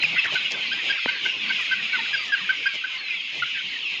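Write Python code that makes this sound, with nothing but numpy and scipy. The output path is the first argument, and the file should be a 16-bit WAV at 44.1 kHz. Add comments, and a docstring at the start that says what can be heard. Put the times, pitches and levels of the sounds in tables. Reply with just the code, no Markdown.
"""A shrill chorus, with a few squeaks on top, fills a long poultry shed: hundreds of young chickens peep,
each a nearly pure falling whistle, and the farthest merge into a wash. One bird close by gives a run of
short clucks, some made raspy by a second oscillator in its throat. Feet and wings stir the litter,
something knocks once, and soft bumps and beak ticks come and go. The calls reverberate in the shed,
and the hard roof reflects the near ones."""
import sys
import numpy as np
from scipy import signal
from scipy.fft import rfft, irfft, next_fast_len
from scipy.io import wavfile
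from scipy.ndimage import uniform_filter1d, map_coordinates

SR = 44100
rng = np.random.default_rng(int(sys.argv[2]) if len(sys.argv) > 2 else 0)


def waveform_to_disk(signal):
    """Save audio, clipped to [-1, 1], as 16-bit WAV at the path in sys.argv[1]."""
    frames = np.transpose(np.atleast_2d(signal))
    scaled = np.clip(frames, -1, 1) * 32767
    samples = np.round(scaled).astype(np.int16)
    wavfile.write(sys.argv[1], SR, samples)


N = 176400


def flock():
    """Incoherent superposition: peeps sum to a chorus above lower chatter; the farthest blur into noise."""
    # spectral weighting of each layer: f/Hz, relative level/dB
    chorus_colour = [(700, -52.5), (1200, -35.5), (1700, -16), (2100, -4), (2600, -1), (3200, -5),
                     (4000, -11.5), (4600, -10.5), (5000, -9), (5500, -11), (6300, -16.5), (6600, -22),
                     (7200, -36.5), (8200, -47.5), (11000, -49.5), (13000, -84)]
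    chatter_colour = [(600, -34.5), (950, -12), (1300, -10.5), (1650, -6), (1950, -4.5), (2500, -15),
                      (4000, -27), (7000, -50)]
    wash_colour = [(500, -60), (1100, -21), (1650, -25), (2100, -4), (2600, 4.5), (3200, -1), (4000, -8),
                   (4600, -20.5), (5000, -10), (5500, -30), (6250, -27), (6600, -18.5), (7200, -31.5),
                   (8200, -47), (10000, -79.5)]
    # envelopes of the high and the low voices: t/s, relative level/dB
    high_envelope = [(0.0, -27), (0.53, -30), (0.95, -27.5), (1.04, -28.5), (1.14, -28), (1.6, -28),
                     (2.72, -30.5), (2.86, -33), (3.1, -32), (3.33, -32), (3.52, -29), (3.69, -31),
                     (4.0, -30.5)]
    low_envelope = [(0.0, -44.5), (0.32, -36.5), (0.53, -43.5), (0.68, -42), (0.95, -40.5), (1.38, -43.5),
                    (1.55, -42), (1.7, -41.5), (1.84, -39.5), (2.19, -42.5), (2.35, -41.5), (2.57, -42),
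                    (2.84, -45.5), (3.06, -44.5), (3.15, -46), (4.0, -51.5)]
    chorus = coloured(crowd(hz=3362, spread=.24, fall=.3, length_s=.13, count=950), chorus_colour)
    chatter = coloured(crowd(hz=1800, spread=.25, fall=.17, length_s=.04, count=600), chatter_colour)
    wash = noise(wash_colour) * amp(1.9 * wobble(20, N))
    high_voices = amp(-.99) * chorus + amp(-3.5) * wash
    return level(high_envelope) * high_voices + amp(-1) * level(low_envelope) * chatter


def crowd(hz, spread, fall, length_s, count, distance_db=5, reverb_db=-4):
    """Falling, quavering harmonic calls from many birds; spreading loss scatters their levels."""
    out = np.zeros(N)
    starts = (np.arange(count) + rng.random(count)) / count * (N / SR + length_s) - length_s
    for start, (stretch, height, effort, nearness) in zip(starts, rng.standard_normal((count, 4))):
        t, u = span(length_s * np.exp(.4 * np.clip(stretch, -2, 2)))
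        register = spread * np.clip(height, -2, 1.4)
        drop = fall * np.exp(.45 * np.clip(effort, -2, 1.5))
        pitch = hz * np.exp(register - drop * u + .01686 * wobble(130.3, len(t)))
        phase = 2 * np.pi * np.cumsum(pitch) / SR
        tone = np.sin(phase) + amp(-12.5) * np.sin(2 * phase) + amp(-23.5) * np.sin(3 * phase)
        gain = amp(distance_db * min(nearness, 1.4) + 4 * wobble(90.6, len(t)))
        add(out, start, gain * np.sqrt(np.sin(np.pi * u)) * tone)
    return out + amp(reverb_db) * shed(out)


def clucks(rasp_hz=577, swell_db=6.5):
    """Notes arch in pitch and level; modulation by a second throat oscillator adds raspy sidebands."""
    # clucks: t/s, duration/s, f/Hz, relative level/dB, rasp (0-1), overtone gain/dB, glide (share of f)
    notes = [(0.351, 0.032, 1503, -24, 0.42, 5.5, -0.027), (0.713, .032, 1577, -29.5, 0, 13, .08),
             (0.895, 0.029, 1613, -24.5, 0.3, 7, 0), (1.077, 0.03, 1535, -24, 1, 6, 0),
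             (1.251, 0.024, 1533, -26.5, 1, 5, 0), (1.496, 0.026, 1555, -25, 1, 3, 0),
             (1.71, 0.036, 1547, -22, 0.27, 2, 0), (1.931, .04, 1486, -26.5, 0.25, -0.5, -0.12),
             (2.13, 0.035, 1606, -25, 0.19, 6, -0.15), (2.32, 0.037, 1605, -20.5, .05, -0.5, -0.1),
             (2.491, 0.029, 1545, -19, 0.12, -1.5, .02), (2.656, 0.029, 1594, -21.5, 0.26, 3, .07),
             (2.838, 0.026, 1544, -27.5, 0.24, 0, -.02), (3.421, 0.021, 1416, -24, 0.16, 6, -0.065)]
    out = np.zeros(N)
    for start, length, hz, db, rasp, bright_db, glide in notes:
        t, u = span(length)
        arch = np.sin(np.pi * u) - np.pi / 4
        pitch = hz * (1 + .055 * arch + glide * (u - .5) + .011 * wobble(400, len(t)))
        offset_hz = rasp_hz * (1 + .099 * wobble(300, len(t)))
        sidebands = whistle(pitch + offset_hz) + amp(-17.5) * whistle(pitch - offset_hz)
        envelope = amp(db + swell_db * arch + 1.5 * wobble(300, len(t))) * gate(t)
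        voice = whistle(pitch, bright_db) + rasp * np.sin(np.pi * u) * sidebands
        add(out, start, envelope * voice)
    return out


def squeaks(jitter=.12):
    """Quick glides, roughened by random frequency modulation when the bird strains."""
    # squeaks and yelps: t/s, duration/s, first f/Hz, last f/Hz, relative level/dB, roughness
    glides = [(.006, 0.03, 4070, 3970, -23, 0.37), (0.023, 0.016, 3175, 1523, -18.5, 0.65),
              (.036, 0.023, 2713, 2320, -17, 0), (.158, 0.043, 2003, 2140, -26, 0.36),
              (0.161, 0.027, 1350, 1700, -32, 0.6), (0.181, 0.027, 2720, 2512, -16.5, 0.2),
              (0.229, 0.022, 2695, 2720, -26, 0.4), (0.242, 0.033, 2070, 1890, -25.5, 1.2),
              (.272, 0.04, 1216, 1060, -40, 0.9), (0.543, 0.018, 1580, 1510, -34, 0.24),
              (0.967, 0.035, 1736, 1254, -36.5, 0.46), (1.15, 0.03, 1745, 1576, -34.5, 0.46),
              (1.984, 0.031, 935, 900, -36.5, 0.32), (1.987, 0.029, 1896, 1770, -32.5, 0.2),
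              (2.057, 0.013, 1946, 1294, -33, 0.7), (3.433, 0.009, 2110, 1990, -25.5, 0.27),
              (3.548, 0.068, 1700, 1456, -38.5, 0.26), (3.566, 0.022, 2190, 1590, -36, 0.32)]
    out = np.zeros(N)
    for start, length, first, last, db, roughness in glides:
        t, u = span(length)
        pitch = (first + (last - first) * u) * (1 + jitter * roughness * wobble(600, len(t)))
        add(out, start, amp(db) * gate(t) * whistle(pitch, bright_db=-9.5))
    return out


def peeps(jitter=.011, flutter_db=5):
    """Exponential downward sweeps: the longer whistles of the nearer birds."""
    # peeps: t/s, duration/s, first f/Hz, last f/Hz, relative level/dB
    sweeps = [(.30, 0.15, 4420, 3750, -35), (0.398, 0.13, 3240, 2517, -35.5),
              (0.562, 0.19, 4570, 3770, -35.5), (0.605, .09, 2213, 1945, -38),
              (0.761, 0.034, 2620, 2300, -32), (0.768, .05, 2134, 1760, -37.5),
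              (1.27, 0.069, 2500, 1877, -36), (1.599, 0.04, 2020, 1775, -34.5),
              (1.662, 0.18, 2240, 1820, -37.5), (1.91, 0.065, 2330, 2020, -31),
              (1.921, 0.18, 4050, 3810, -36), (2.169, 0.09, 4760, 4520, -38.5),
              (2.344, 0.05, 3000, 2555, -33), (2.727, 0.12, 3250, 2460, -35),
              (2.944, 0.19, 4630, 3720, -37.5), (3.052, 0.12, 2696, 2210, -36.5),
              (3.126, 0.11, 3680, 3015, -35.5), (3.232, 0.18, 2843, 2284, -37.5),
              (3.7, 0.083, 2330, 1747, -39), (3.821, .1, 3124, 2160, -35)]
    out = np.zeros(N)
    for start, length, first, last, db in sweeps:
        t, u = span(length)
        pitch = first * (last / first) ** u * (1 + jitter * wobble(120, len(t)))
        envelope = amp(db + flutter_db * wobble(88, len(t))) * np.sqrt(np.sin(np.pi * u))
        add(out, start, envelope * whistle(pitch, bright_db=-9))
    return out


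def whistle(hz, bright_db=0, flutter_db=3):
    """A bird's voice as a harmonic series; amplitude modulation makes the overtones hoarse."""
    # overtones: harmonic number, relative level/dB
    harmonics = [(2, -14.5), (3, -20.5), (4, -38), (6, -47.5), (7, -44)]
    phase = 2 * np.pi * np.cumsum(hz) / SR
    overtones = sum(amp(db + bright_db + flutter_db * wobble(700, len(hz))) * np.sin(k * phase)
                    for k, db in harmonics)
    return np.sqrt(2) * (np.sin(phase) + overtones)


def litter():
    """Friction noise: feet and feathers rustle all the time, with a few stronger scuffs."""
    # scuffs and wing flaps: t/s, duration/s, thud level/dB, hiss level/dB
    scuffs = [(0.026, 0.029, -38.5, -38.5), (0.128, 0.035, -41, -64), (0.236, 0.041, -43.5, -40),
              (0.314, 0.054, -38, -40.5), (0.362, 0.46, -64, -52.5), (0.503, 0.032, -47.5, -35.5),
              (0.508, 0.12, -44, -66), (0.812, 0.18, -44, -57), (1.24, 0.06, -48.5, -44),
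              (1.522, 0.23, -57, -46.5), (2.239, 0.07, -55.5, -42.5), (2.732, 0.045, -45, -43),
              (3.32, 0.11, -47.5, -45.5)]
    # envelopes of the low rustle and the high fizz: t/s, relative level/dB
    rustle_envelope = [(0.0, -45.5), (0.19, -46.5), (0.32, -48), (0.65, -49.5), (0.75, -44.5), (0.89, -63),
                       (1.1, -49), (1.47, -48.5), (1.65, -50), (2.6, -50.5), (2.75, -59), (3.0, -54),
                       (3.34, -56), (3.52, -53), (4.0, -50.5)]
    fizz_envelope = [(0.0, -82), (0.7, -82), (1.45, -82.5), (1.69, -82.5), (2.0, -82.5), (2.7, -81.5),
                     (2.9, -93), (3.4, -83.5), (4.0, -87)]
    # noise spectra: f/Hz, relative level/dB
    rustle_colour = [(25, -28), (65, -4.5), (130, -0.5), (200, 3.5), (380, 0.5), (700, -1.5), (1200, -0.5),
                     (2500, -31.5), (9000, -70)]
    fizz_colour = [(5000, -28.5), (8000, 1.5), (9500, 0), (11400, -2), (12800, -17), (15500, -16)]
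    thud_colour = [(30, -32), (150, 3.5), (350, 6), (600, 6.5), (1100, 0.5), (3000, -43.5), (9000, -69)]
    hiss_colour = [(1500, -18), (3000, 6.5), (5000, 9.5), (7000, -0.5), (8500, -27.5), (11500, -25),
                   (15000, -41.5)]
    thud_gain, hiss_gain = np.zeros(N), np.zeros(N)
    for start, length, thud_db, hiss_db in scuffs:
        _, u = span(length)
        swell = np.sin(np.pi * u ** .78)
        add(thud_gain, start, amp(thud_db) * swell)
        add(hiss_gain, start, amp(hiss_db) * swell)
    rustle = level(rustle_envelope) * patchy(noise(rustle_colour), depth_db=3.5)
    rustle *= amp(-1 + 1.7 * wobble(30.06, N))
    fizz = level(fizz_envelope) * patchy(noise(fizz_colour), depth_db=6.5)
    fizz *= amp(2 + 2.9 * wobble(45, N))
    grit = rng.standard_normal(N) * amp(4.5 * wobble(500, N))
    return rustle + fizz + thud_gain * noise(thud_colour) + hiss_gain * coloured(grit, hiss_colour)


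def knock(start_s=1.059, gain_db=-12, rise_s=.00043):
    """An impact close by excites heavily damped modes: one dead knock."""
    # modes of the struck object: f/Hz, relative level/dB, T60/s
    modes = [(245, -9.5, 0.032), (500, -4, 0.015), (930, -1, 0.0088), (1900, 6.5, 0.0051)]
    out = np.zeros(N)
    t, _ = span(.1)
    ring = sum((-1) ** k * amp(db - 60 * t / t60) * np.sin(2 * np.pi * hz * t)
               for k, (hz, db, t60) in enumerate(modes))
    add(out, start_s, amp(gain_db) * ring * (1 - np.exp(-t / rise_s)))
    return out


def bumps(jitter=.11):
    """Soft, low tone bursts, made unsteady by random frequency modulation."""
    # dull bumps: t/s, duration/s, f/Hz, level/dB
    bursts = [(.01, 0.19, 156, -46), (.29, 0.073, 141, -53.5), (.66, 0.096, 222.4, -50.5),
              (1.06, 0.064, 132, -54), (1.363, 0.026, 115, -53.5), (1.39, .17, 220.2, -48),
              (2.406, 0.06, 194, -48.5), (3.37, 0.1, 132.6, -51)]
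    out = np.zeros(N)
    for start, length, hz, db in bursts:
        t, u = span(length)
        pitch = hz * (1 + jitter * wobble(110, len(t)))
        phase = 2 * np.pi * np.cumsum(pitch) / SR
        add(out, start, amp(db) * np.sqrt(2 * np.sin(np.pi * u)) * np.sin(phase))
    return out


def beak_ticks(t60_s=.04):
    """Each peck is a brief impact: broadband noise with an exponential decay."""
    # pecks: t/s, level/dB
    pecks = [(0.033, -45.5), (0.344, -43.5), (0.43, -49), (1.612, -43), (2.231, -49.5), (2.276, -52)]
    # spectrum of a tick: f/Hz, relative level/dB
    tick_colour = [(1500, -16), (4000, 1), (7000, 0), (9000, -13), (11500, -16), (15000, -26)]
    envelope = np.zeros(N)
    t, _ = span(.1)
    for start, db in pecks:
        add(envelope, start, amp(db - 60 * t / t60_s))
    return envelope * noise(tick_colour)


def shed(x, count=10):
    """Diffuse reverberation; fresh decaying noise tails crossfade to keep the ring smooth and even."""
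    # reverberation time of the shed: f/Hz, T60/s
    decay_times = [(200, 0.17), (1600, 0.27), (4000, 0.39), (10000, 0.41)]
    out, tail_index = np.zeros(N), np.linspace(0, count - 1, N)
    hz, t, spectra = signal.stft(rng.standard_normal((count, SR // 2)), SR, nperseg=256)
    decay = amp(-60 * t / along(decay_times, hz)[:, None])
    tails = signal.istft(spectra * decay, SR, nperseg=256)[1]
    for k, tail in enumerate(tails):
        i = np.flatnonzero(abs(tail_index - k) < 1)
        faded = x[i] * np.cos(np.pi / 2 * (tail_index[i] - k))
        add(out, i[0] / SR, signal.fftconvolve(faded, tail / np.linalg.norm(tail)))
    return out


def amp(db):
    """Decibels to amplitude ratio."""
    return 10 ** (np.asarray(db) / 20)


def unit(x):
    """Normalisation to rms 1."""
    return x / np.sqrt(np.mean(x ** 2) + 1e-20)


def along(points, hz):
    """Interpolation of (f/Hz, value) points on a logarithmic frequency axis."""
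    f, values = np.transpose(points)
    return np.interp(np.log(hz + 1), np.log(f + 1), values)


def level(rows):
    """Amplitude envelope from (t/s, level/dB) rows."""
    return amp(np.interp(np.arange(N) / SR, *np.transpose(rows)))


def wobble(rate, size):
    """Smooth random modulation: size samples of a spline with rate knots a second."""
    grid = np.arange(0, size * rate / SR + 1, .2)
    knots = rng.standard_normal(int(grid[-1]) + 2)
    spline = map_coordinates(knots, [grid], mode="mirror")
    return np.interp(np.arange(size) * rate / SR, grid, spline)


def filtered(x, response):
    """Linear filtering: the spectrum of x times a frequency response."""
    size = next_fast_len(N + SR // 2)
    return irfft(rfft(x, size) * response(np.fft.rfftfreq(size, 1 / SR)), size)[:N]


def coloured(x, spectrum):
    """Spectral weighting of x, at rms 1."""
    return unit(filtered(x, lambda hz: amp(along(spectrum, hz))))


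def noise(spectrum):
    """Coloured Gaussian noise of rms 1."""
    return coloured(rng.standard_normal(N), spectrum)


def patchy(x, depth_db):
    """Amplitude modulation in random patches of time and frequency, at rms 1."""
    spectra = signal.stft(x, nperseg=1024)[2]
    field = uniform_filter1d(rng.standard_normal(spectra.shape), size=4, axis=0)
    field = unit(uniform_filter1d(field, size=5, axis=1))
    return unit(signal.istft(spectra * amp(depth_db * field), nperseg=1024)[1][:N])


def add(track, start_s, x):
    """Superposition of x on the track from start_s."""
    i = round(start_s * SR)
    x, i = x[max(0, -i):], max(0, i)
    track[i:i + len(x)] += x[:len(track[i:])]


def span(length):
    """Time t/s and progress u (0-1) through an event."""
    t = np.arange(int(length * SR)) / SR
    return t, t / length


def gate(t, attack_s=.003, release_s=.0097):
    """Envelope of a short call, with quarter-sine ramps."""
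    rise = np.sin(np.pi / 2 * np.clip(t / attack_s, 0, 1))
    fall = np.sin(np.pi / 2 * np.clip((t[-1] - t) / release_s, 0, 1))
    return rise * fall


def scene(reverb_db=-11.5, roof_delay_s=.043, roof_db=-22.5):
    """Direct sound, roof reflection and reverberation of the near birds add to the other sources."""
    # spectral weighting of the near birds: f/Hz, gain/dB
    voice_colour = [(3200, 0.5), (4500, -11.5), (5050, 6), (5600, -15), (7000, -17), (8500, -40),
                    (13000, -44.5)]
    direct = filtered(clucks() + squeaks() + peeps(), lambda hz: amp(along(voice_colour, hz)))
    near_birds = direct + amp(reverb_db) * shed(direct)
    add(near_birds, roof_delay_s, amp(roof_db) * direct)
    return (near_birds + flock() + litter() + bumps() + knock() + beak_ticks())[None]


def record(dry, bass_hz=70, top_hz=15700):
    """The small microphone acts as a first-order high-pass; nothing passes above the band limit."""
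    return filtered(dry[0], lambda hz: (hz < top_hz) * 1j * hz / (bass_hz + 1j * hz))[None]


dry = scene()
out = record(dry)
waveform_to_disk(out)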